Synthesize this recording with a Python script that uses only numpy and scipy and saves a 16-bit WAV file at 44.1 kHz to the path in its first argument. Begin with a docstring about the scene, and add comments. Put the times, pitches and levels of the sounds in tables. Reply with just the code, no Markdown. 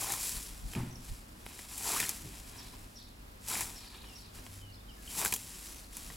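"""In an open field a scythe mows tall fresh grass in four strokes, and is dragged back over stubble between them.
Dense random impulses, spectrally shaped, are the severed stems; they also excite the damped modes of the blade,
with plucked tones of scattered pitch that rise clearly only in the second stroke. Stalks snap; the swath rustles.
Gliding and warbling sines are small far birds; shaped noise is the low rumble and puffs of wind at the
microphone; there is one dull thud of decaying low modes."""
import sys
import numpy as np
from scipy import signal
from scipy.fft import rfft, irfft, next_fast_len
from scipy.io import wavfile
from scipy.ndimage import map_coordinates

SR = 44100
rng = np.random.default_rng(int(sys.argv[2]) if len(sys.argv) > 2 else 0)


def file_out(sig):
    """Save sig as 16-bit WAV at sys.argv[1]."""
    # one column per channel
    cols = np.atleast_2d(sig).T
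    # limit, then scale
    lim = np.clip(cols, -1, 1)
    pcm = np.round(lim * 32767).astype(np.int16)
    wavfile.write(sys.argv[1], SR, pcm)


N = 271741
T = np.arange(N) / SR  # time in seconds


def amp(db):
    """Level law: decibels to amplitude gain."""
    return 10 ** (np.asarray(db) / 20)


def unit(x):
    """Normalisation: scale to rms 1."""
    return x / np.sqrt(np.mean(x ** 2) + 1e-20)


def along(points, hz):
    """Interpolation of (hz, value) points on a logarithmic frequency axis."""
    f, v = np.transpose(points)
    return np.interp(np.log(hz + 1), np.log(f + 1), v)


def wobble(rate):
    """Slow random modulation: a smooth curve through random knots, rate of them a second."""
    knots = rng.standard_normal(int(N * rate / SR) + 4)
    return map_coordinates(knots, [T * rate])


def filtered(x, response):
    """Linear filtering: the spectrum of x times a complex response of frequency."""
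    size = next_fast_len(N + SR // 2)
    hz = np.fft.rfftfreq(size, 1 / SR)
    return irfft(rfft(x, size) * response(hz), size)[..., :N]


def coloured(x, spectrum):
    """Spectral shaping: x weighted by (hz, db) points, at rms 1."""
    return unit(filtered(x, lambda hz: amp(along(spectrum, hz))))


def rung(x, modes):
    """Modal resonance: x through a sum of damped resonators of alternating sign, at rms 1."""
    def response(hz):
        total = 0
        for k, (centre, width, db) in enumerate(modes):
            damping = 1j * hz * width
            total = total + (-1) ** k * amp(db) * damping / (centre * centre - hz * hz + damping)
        return total
    return unit(filtered(x, response))


def crackle(rate, spread_db, clump_db):
    """Shot noise: tiny fractures at random moments, rate a second, of random size and in clumps, at rms 1."""
    hits = rng.random(N) < rate / SR
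    clumps = wobble(260) + wobble(55)
    size_db = spread_db * rng.standard_normal(N) + clump_db * clumps
    return unit(hits * rng.standard_normal(N) * amp(size_db))


def swells(rows):
    """Amplitude envelope: Gaussian bells from (centre_s, length_s, level_db) rows, the length being one sigma."""
    return sum(amp(db) * np.exp(-.5 * ((T - s) / length) ** 2) for s, length, db in rows)


def gesture(s, hold, rise_s, fade_s):
    """Exponential envelope: it rises, holds from s on, and fades; rise and fade are seconds per 20 dB."""
    before = np.maximum(s - T, 0) / max(rise_s, .005)
    after = np.maximum(T - s - hold, 0) / max(fade_s, .005)
    return amp(-20 * (before + after))


# cutting strokes: full_swing_s, hold_s, run_in_s (per 20 dB),
# pitch_rise_from_s (a time after the stroke's end means no rise),
# then relative levels: tearing_db, plucked_ring_db, broad_ring_db
STROKES = [(0.005, 0.13, 0.03, 0.13, -39.5, -50.5, -56), (1.878, 0.14, 0.19, 1.94, -37, -43.5, -51),
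           (3.503, 0.0955, 0.07, 3.9, -39.5, -50, -52.5), (5.195, 0.036, 0.15, 6, -37, -45.5, -51)]
RUN_OUT_S = 0.21  # per 20 dB of fade at steepness 1, once the blade leaves the stand
RING_STEEPNESS = 1.72  # the ring comes and goes more steeply than the tearing


def swings(levels_db, steepness, grows_db):
    """Loading of the edge: gain over all strokes, one level each, changing by grows_db during the stroke."""
    gain = np.zeros(N)
    for (s, length, run_in, *_), db in zip(STROKES, levels_db):
        progress = np.clip((T - s) / length, 0, 1)
        envelope = gesture(s, length, run_in, RUN_OUT_S) ** steepness
        gain += envelope * amp(db + grows_db * (progress - .5))
    return gain


def pluck(s, hz, db, t60):
    """Damped free vibration: one short ring of the blade, soon stopped by the grass; t60 in seconds."""
    out = np.zeros(N)
    start = int(np.clip(round(s * SR), 0, N - 1))
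    t = T[:min(SR // 20, N - start)]
    envelope = amp(db - 60 * t / t60) * (1 - np.exp(-t / 0.00033))
    out[start:start + len(t)] = envelope * np.sin(2 * np.pi * hz * t)
    return out


# outdoor rumble, spectrum: frequency_hz, relative_density_db
RUMBLE_SPECTRUM = [(13, -42), (22, -0.5), (59, 2), (109, -12.5), (143, -10), (248, -7.5), (400, -19),
                   (1190, -24.5), (2180, -29), (5110, -31), (6030, -35), (9110, -36), (11000, -32.5),
                   (15800, -36.5)]
# stereo spread of the rumble: frequency_hz, side_minus_mid_db
RUMBLE_WIDTH = [(60, -43), (110, -6), (200, -16.5), (380, 0), (700, 3.5), (1290, 5), (2380, 3.5),
                (8000, -3)]
# far hum: frequency_hz, mean_level_db
HUM = [(49.5, -61), (100, -60.5)]
# puffs of wind on the microphone: centre_s, length_s, level_db
PUFFS = [(0.36, 0.021, -41.5), (0.53, 0.016, -47.5), (0.666, 0.031, -38.5), (1.112, 0.015, -33.5)]
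# a puff, spectrum: frequency_hz, relative_density_db
PUFF_SPECTRUM = [(15, -19), (42, 3), (70, -13), (130, -16), (300, -35), (1000, -100)]


def air(floor_db=-52.0):
    """Broadband turbulence: a low diffuse rumble with a faint hum, and puffs of wind on the microphone."""
    def mid_and_side(hz):
        mid_db = along(RUMBLE_SPECTRUM, hz)
        return amp([mid_db, mid_db + along(RUMBLE_WIDTH, hz)])
    mid, side = filtered(rng.standard_normal((2, N)), mid_and_side)
    rumble = amp(floor_db + 1.17 * wobble(6.4)) * unit(np.array([mid + side, mid - side]))
    hum = np.zeros(N)
    for hz, db in HUM:
        hum += amp(db + 5.0 * wobble(3.6)) * np.sin(2 * np.pi * hz * T + 2.0 * wobble(5.0))
    eddies = rng.standard_normal(N) + 0.51 * rng.standard_normal((2, N))  # partly different in each channel
    return rumble + hum + swells(PUFFS) * coloured(eddies, PUFF_SPECTRUM)


# tearing stems, spectrum: frequency_hz, relative_density_db
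STEM_SPECTRUM = [(1470, -33), (2500, -4), (2740, -14), (3560, -4), (5890, 0.5), (6410, 0.5), (7530, 6),
                 (9140, 0.5), (10300, 5), (15800, -6.5)]
# brushing leaves, spectrum: frequency_hz, relative_density_db
LEAF_SPECTRUM = [(150, -54), (300, -2.5), (550, -8), (900, -4), (1400, -6.5), (2500, -1.5), (3600, -2.5),
                 (5500, 1), (6500, -2), (7500, 2.5), (8800, -2.5), (10500, 1.5), (12500, -5), (15800, -10)]
# upper blade modes, damped by the grass: frequency_hz, width_hz, relative_level_db
HIGH_MODES = [(1470, 1020, 0.5), (1704, 200, 7), (2420, 280, 3), (3300, 210, 2), (3880, 120, 3.5)]


def grass(loose, rest_db=-71, tear_grows_db=-0.5):
    """Friction and fracture: leaves brush softly and never quite rest; at full swing crisp tearing takes over."""
    *_, tear_db, _, _ = np.transpose(STROKES)
    stir = np.sqrt(swings(tear_db, 1, tear_grows_db) ** 2 + loose ** 2 + amp(rest_db) ** 2)
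    level_db = 20 * np.log10(stir)
    cutting = 1 / (1.5 + np.exp((-49.0 - level_db) / 3))
    brush = coloured(crackle(rate=7000, spread_db=-0.5, clump_db=1.1), LEAF_SPECTRUM)
    tear = coloured(crackle(rate=10000, spread_db=0.9, clump_db=1.14), STEM_SPECTRUM)
    stubble = rung(crackle(rate=110, spread_db=1.5, clump_db=1), HIGH_MODES)  # stray stalks tick on the blade
    soft = amp(3.0) * brush + amp(-18.0) * stubble
    return stir * (np.sqrt(1 - cutting) * soft + amp(2.0) * np.sqrt(cutting) * tear)


# lower blade modes, damped by the grass: frequency_hz, width_hz, relative_level_db
LOW_MODES = [(404, 130, -2), (685, 170, -2.5), (980, 108, 0.5), (1390, 230, -4.5)]
RING_GROWS_DB = 2.5  # from start to end of a stroke


def blade(scrape, low_db=2.5, scrape_low_db=-2):
    """Forced modal vibration: fine stems drum on the blade; stubble rubs it with a denser, smoother grain."""
    *_, broad_db = np.transpose(STROKES)
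    broad = swings(broad_db, RING_STEEPNESS, RING_GROWS_DB)
    low = amp(low_db) * broad * rung(crackle(rate=810, spread_db=1.5, clump_db=2.0), LOW_MODES)
    high = broad * rung(crackle(rate=450, spread_db=-1.7, clump_db=0.5), HIGH_MODES)
    rub = crackle(rate=2200, spread_db=0.5, clump_db=1.0)
    rubbing = scrape * (amp(scrape_low_db) * rung(rub, LOW_MODES) + rung(rub, HIGH_MODES))
    # the ring is hollow around 550 Hz
    hollow = [(440, 0.5), (550, -21), (660, -0.5)]
    return filtered(low + high + rubbing, lambda hz: amp(along(hollow, hz)))


# a snapping or ticking stalk, spectrum: frequency_hz, relative_density_db
CRACK_SPECTRUM = [(300, -3), (1500, -17), (3500, -8.5), (6000, 2), (7600, 7.5), (9000, 2.5), (10500, 6.5),
                  (15800, -2.5)]
# centre of the plucked pitch before any rise, speed of a rise in octaves per second, its limit in octaves
PLUCK_HZ, RISE_OCT_PER_S, RISE_LIMIT_OCT = 896, 19, 1.35


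def stalks(rate=115, uneven=0.27, size_db=3, detune_oct=0.16, t60=0.019,
           overtone=2.36, overtone_db=-5, tick_db=-4, tick_s=0.0011):
    """Successive plucking: stouter stems tick and ring the blade at scattered pitches, rising clearly in stroke two."""
    rings, ticks = np.zeros((2, N))
    t = T[:SR // 100]
    stems_per_stroke = 60
    for s, length, run_in, rise_from, *_ in STROKES:
        draws = rng.standard_normal((stems_per_stroke, 4))
        for k, (late, size, detune, upper) in enumerate(draws):
            at = s - run_in + (k + uneven * late) / rate
            if at < 0:
                continue
            # zero throughout if rise_from lies after the stroke's end
            rise = np.clip((min(at, s + length) - rise_from) * RISE_OCT_PER_S, 0, RISE_LIMIT_OCT)
            hz = PLUCK_HZ * 2 ** (rise + detune_oct * (1 + rise) * detune)  # a risen pitch scatters more
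            rings += pluck(at, hz, size_db * size, t60)
            rings += pluck(at, hz * overtone, overtone_db + size_db * upper, t60 / 2)
            tick = amp(size_db * size) * np.exp(-t / tick_s) * rng.standard_normal(len(t))
            ticks[round(at * SR):][:len(t)] += tick
    *_, tear_db, pluck_db, _ = np.transpose(STROKES)
    ringing = swings(pluck_db + 12, RING_STEEPNESS, 2.4) * rings
    ticking = swings(tear_db + tick_db - 14, RING_STEEPNESS, 0) * coloured(ticks, CRACK_SPECTRUM)
    return ringing + ticking


# tough stems crunching in the upper middle range: frequency_hz, width_hz, relative_level_db
CRUNCH_MODES = [(1700, 610, -8.5), (2370, 280, 1)]


def crunch():
    """Resonant fracture: bunched stems give way in a coarse, woody crackle that builds through the stroke."""
    *_, broad_db = np.transpose(STROKES)
    fractures = crackle(rate=260, spread_db=2.0, clump_db=-1)
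    return swings(broad_db, RING_STEEPNESS, RING_GROWS_DB) * rung(fractures, CRUNCH_MODES)


# the swath slumping a moment after a stroke: centre_s, length_s, level_db
SLUMPS = [(0.39, 0.071, -60), (2.275, 0.036, -48.5), (5.5, 0.088, -61.5)]
# pushed bulk of grass, spectrum: frequency_hz, relative_density_db
PUSH_SPECTRUM = [(50, -10), (110, 3.5), (180, 3), (300, -5), (430, -9), (550, -24), (1200, -55)]


def swath(shove_db=-2.5):
    """Granular flow: the heavy bundle of cut grass rumbles softly as it is pushed aside and sinks."""
    *_, broad_db = np.transpose(STROKES)
    shove = amp(shove_db) * swings(broad_db, steepness=1.35, grows_db=1.5)
    grains = crackle(rate=1200, spread_db=-2.0, clump_db=1.5)
    return (shove + swells(SLUMPS)) * coloured(grains, PUSH_SPECTRUM)


# thick stalks snapping or knocking on the blade:
# start_s, relative_crack_db, relative_ring_db, ring_hz, crack_decay_s (to 1/e)
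SNAPS = [(0.102, -47, -38, 795, 0.0021), (0.121, -30.5, -43.5, 2250, 0.0018),
         (0.137, -34, -40, 1300, 0.0014), (0.293, -35.5, -62, 2400, .0006),
         (0.735, -48, -39.5, 3080, 0.0006), (0.751, -51, -37, 2500, 0.00087),
         (1.464, -53, -32, 2230, 0.00017), (1.591, -52, -40.5, 1940, 0.00059),
         (1.779, -37, -48.5, 3360, 0.0014), (1.809, -51, -45.5, 2310, 0.0012),
         (1.889, -46, -43, 900, 0.0018), (1.943, -45, -41, 1010, 0.0015), (1.972, -36, -39, 1990, 0.00086),
         (2.002, -28, -28, 2420, .0007), (2.028, -51, -36.5, 1750, 0.0018),
         (2.0929, -29.5, -44, 2400, 0.00073), (3.485, -34, -46, 890, .002), (3.514, -37, -40, 1350, 0.0015),
         (3.608, -30, -41, 1015, 0.002), (4.465, -53, -41, 2310, 0.00051), (5.215, -33, -34, 950, 0.00069),
         (5.2493, -26.5, -35, 1410, 0.0012), (5.259, -31, -31.5, 1560, 0.0013),
         (5.279, -34, -50, 1500, .0004), (5.3235, -29, -48, 2500, .0005),
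         (5.3255, -34.5, -30.5, 2440, 0.0008), (5.3384, -25, -40.5, 3370, 0.00093),
         (5.362, -36.5, -43.5, 3270, 0.00098), (5.969, -39, -47, 2410, 0.00068),
         (6.101, -64, -47.5, 1930, 0.0018)]


def snaps(splinter_times=11, ring_times=16, splinter_db=-8.0, break_db=9, knock_db=-1):
    """Impulsive excitation: a stalk cracks sharply, splinters briefly and knocks the blade into ringing."""
    cracks, knocks, rings = np.zeros((3, N))
    t = T[:SR // 20]
    for s, crack_db, ring_db, hz, crack_s in SNAPS:
        start = round(s * SR)
        splintering = amp(splinter_db) * np.exp(-t / (splinter_times * crack_s))
        shape = np.exp(-t / crack_s) + splintering
        fibres, contact = shape * rng.standard_normal((2, len(t)))
        fibres[0] = amp(break_db)  # the break itself is one impulse
        cracks[start:start + len(t)] += amp(crack_db - 9.5) * unit(fibres)[:N - start]
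        knocks[start:start + len(t)] += amp(ring_db + knock_db) * contact[:N - start]
        rings += pluck(s, hz, ring_db + 5.5, ring_times * crack_s)
    body = rung(knocks, HIGH_MODES) + amp(-6.0) * rung(knocks, LOW_MODES)
    body += amp(-10.5) * coloured(knocks, PUSH_SPECTRUM)
    return cracks.std() * coloured(cracks, CRACK_SPECTRUM) + knocks.std() * body + rings


# blade brushing loose grass, on the follow-through or drawn back: start_s, hold_s,
# rise_s and fade_s (per 20 dB), relative_brushing_db, relative_scrape_db
SWEEPS = [(0.217, 0.12, 0.17, 0.3, -41, -59), (0.725, 0.013, 0.15, 0.26, -51.5, -65),
          (1.065, 0.068, 0.15, 0.23, -55.5, -102), (1.492, 0.16, 0.16, 0.061, -54.5, -63),
          (1.696, 0.049, 0.03, 0.046, -53, -64), (2.19, 0.43, 0.68, 0.62, -57, -63.5),
          (2.557, 0.06, 0.065, 0.078, -72, -60.5), (3.771, 0.17, 0.11, 0.48, -62.5, -58),
          (4.137, 0.072, 0.28, 0.15, -61.5, -85), (4.351, 0.021, 0.022, 0.15, -55, -60.5),
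          (4.488, 0.09, 0.22, 0.13, -57.5, -88), (5.366, 0.38, 0.14, 0.24, -52, -88),
          (5.938, 0.16, 0.046, 0.31, -52, -70.5)]


def brushing():
    """Sliding contact: gains for brushed loose grass and for stubble scraping the blade, both in uneven tufts."""
    power = np.zeros((2, N))
    for s, hold, rise, fade, brush_db, scrape_db in SWEEPS:
        power += (amp([[brush_db], [scrape_db]]) * gesture(s, hold, rise, fade)) ** 2
    tufts = amp([0.9 * wobble(24), 2.5 * wobble(35)])
    return np.sqrt(power) * tufts


# ring of the thud: frequency_hz, relative_level_db
BOOM_MODES = [(73, -8), (121, 1.5), (162, -5), (249, -10.5), (300, -15), (360, -11.5)]
# noise of the thud, spectrum: frequency_hz, relative_density_db
THUD_SPECTRUM = [(30, 4), (75, -6), (140, 6.5), (250, 2), (350, -10.5), (520, -19), (880, -10.5),
                 (1300, -20.5), (2600, -20), (5000, -35), (9000, -58)]


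def thud(start=.756, t60=0.62, ring_db=-33.5, noise_db=-34):
    """Exponential decay: low modes and shaped noise make one dull, booming thud that dies away."""
    t = np.maximum(T - start, 0)
    ring = sum(amp(db) * np.sin(2 * np.pi * hz * t + 0.32 * wobble(40.6)) for hz, db in BOOM_MODES)
    noise = coloured(rng.standard_normal(N), THUD_SPECTRUM)
    boom = amp(ring_db) * unit(ring) + amp(noise_db) * noise
    return amp(-60 * t / t60) * (1 - np.exp(-t / 0.0051)) * boom


# far birds, runs of quick falling chirps: start_s, nominal_start_hz, relative_level_db, notes (count)
CHIRPS = [(0.909, 6150, -61.5, 3), (2.703, 5680, -67, 3), (4.068, 5640, -66.5, 4), (4.698, 4750, -67.5, 3),
          (4.73, 5440, -72, 3), (4.78, 3670, -70, 2), (4.895, 5420, -69.5, 3), (5.074, 3450, -58.5, 1),
          (5.686, 6300, -65, 4), (5.815, 4980, -68.5, 2)]
# far birds, slowly sinking whistles: start_s, length_s, start_hz, relative_level_db
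WHISTLES = [(4.049, 0.11, 3060, -70.5), (4.59, 0.13, 3180, -70), (4.96, 0.07, 1840, -76),
            (4.885, 0.036, 3170, -68.5)]
# nominal note length, note to note, share of the pitch lost
CHIRP_S, CHIRP_SPACING_S, CHIRP_FALL = 0.0072, 0.022, 0.12
WHISTLE_FALL = 0.1  # share of the pitch lost


def chirps_and_whistles():
    """Frequency modulation: each note is a sine gliding downward, no two quite alike."""
    song = np.zeros(N)
    quaver, fading = 1 + 0.011 * wobble(90), amp(3.5 * wobble(70))
    notes = [(*row, WHISTLE_FALL) for row in WHISTLES]
    for s, hz, db, count in CHIRPS:
        for k in range(round(count)):
            at = s + (k + rng.normal(0, 0.1)) * CHIRP_SPACING_S
            length = CHIRP_S * rng.uniform(0.7, 1.37)
            fall = CHIRP_FALL * rng.uniform(0.28, 1.43)
            notes.append((at, length, hz * rng.normal(1, 0.016), db, fall))
    for s, length, start_hz, db, fall in notes:
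        u = np.linspace(0, 1, int(length * SR))
        note = round(s * SR) + np.arange(len(u))
        hz = start_hz * (1 - fall + fall * (1 - u) ** 1.66) * quaver[note]
        tone = np.sin(2 * np.pi * np.cumsum(hz) / SR)
        song[note] += amp(db + 9.0) * fading[note] * np.sqrt(4 * u * (1 - u)) * tone
    return song


# far birds, a sharp high buzz with a softer, sinking trill after it: start_s, trill_length_s, relative_level_db
BUZZES = [(2.574, 0.13, -51), (2.952, 0.19, -51.5), (3.751, 0.37, -51), (4.147, 0.18, -51.5)]


def twitters(buzz_hz=5500, trill_hz=4600, buzz_s=0.0353, warble=0.042, trill_fall=0.2):
    """Random frequency modulation: fast pitch wobble makes a buzz, then a trill that sinks and fades."""
    def progress(s, length):
        return np.clip((T - s) / length, 0, 1)
    song = np.zeros(N)
    buzz = np.sin(2 * np.pi * buzz_hz * np.cumsum(1 + warble * wobble(640)) / SR)
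    flutter = 1 + 0.13 * wobble(650)
    for s, length, db in BUZZES:
        song += amp(db - 0.5) * np.sin(np.pi * progress(s, buzz_s)) * buzz
        u = progress(s + buzz_s / 4, length)
        cycles = trill_hz * np.cumsum((1 - trill_fall * u) * flutter) / SR
        trill = amp(2.9 * wobble(87)) * np.sin(2 * np.pi * cycles)
        song += amp(db - 2.5) * np.sqrt(np.sqrt(u)) * (1 - u) * trill
    return song


def scatter(x, t60):
    """Diffuse reflection: ground and trees answer with a decaying noise tail, different at each ear."""
    t = T[:SR // 2]
    tail = rng.standard_normal((2, len(t))) * amp(-60 * t / t60) * (1 - np.exp(-t / 0.00082))
    return signal.fftconvolve(x[None], tail / np.linalg.norm(tail[0]), axes=1)[:, :N]


def birds():
    """Propagation through foliage: the song arrives directly and blurred by the trees."""
    song = chirps_and_whistles() + twitters()
    return amp(2.5) * song + scatter(song, t60=0.4)


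def scene():
    """Superposition: the mower is slightly to the left; the ground scatters mostly the middle range."""
    loose, scrape = brushing()
    scythe = grass(loose) + blade(scrape) + stalks() + crunch() + swath() + snaps() + thud()
    ground = [(100, -53), (300, -30.0), (1000, -11), (2500, -16.0), (6000, -53)]
    spread = filtered(scatter(scythe, t60=0.073), lambda hz: amp(along(ground, hz)))

    def panning(hz):
        left_db = along([(200, 0.14), (1000, 1.2), (5000, 0.23), (9000, 2.25)], hz)  # left minus right
        return amp([left_db / 2, -left_db / 2])
    return filtered(scythe, panning) + spread + birds() + air()


def record(dry, top_hz=15950):
    """Band limitation: nothing is kept from top_hz upward."""
    return filtered(dry, lambda hz: hz < top_hz)


dry = scene()
out = record(dry)
file_out(out)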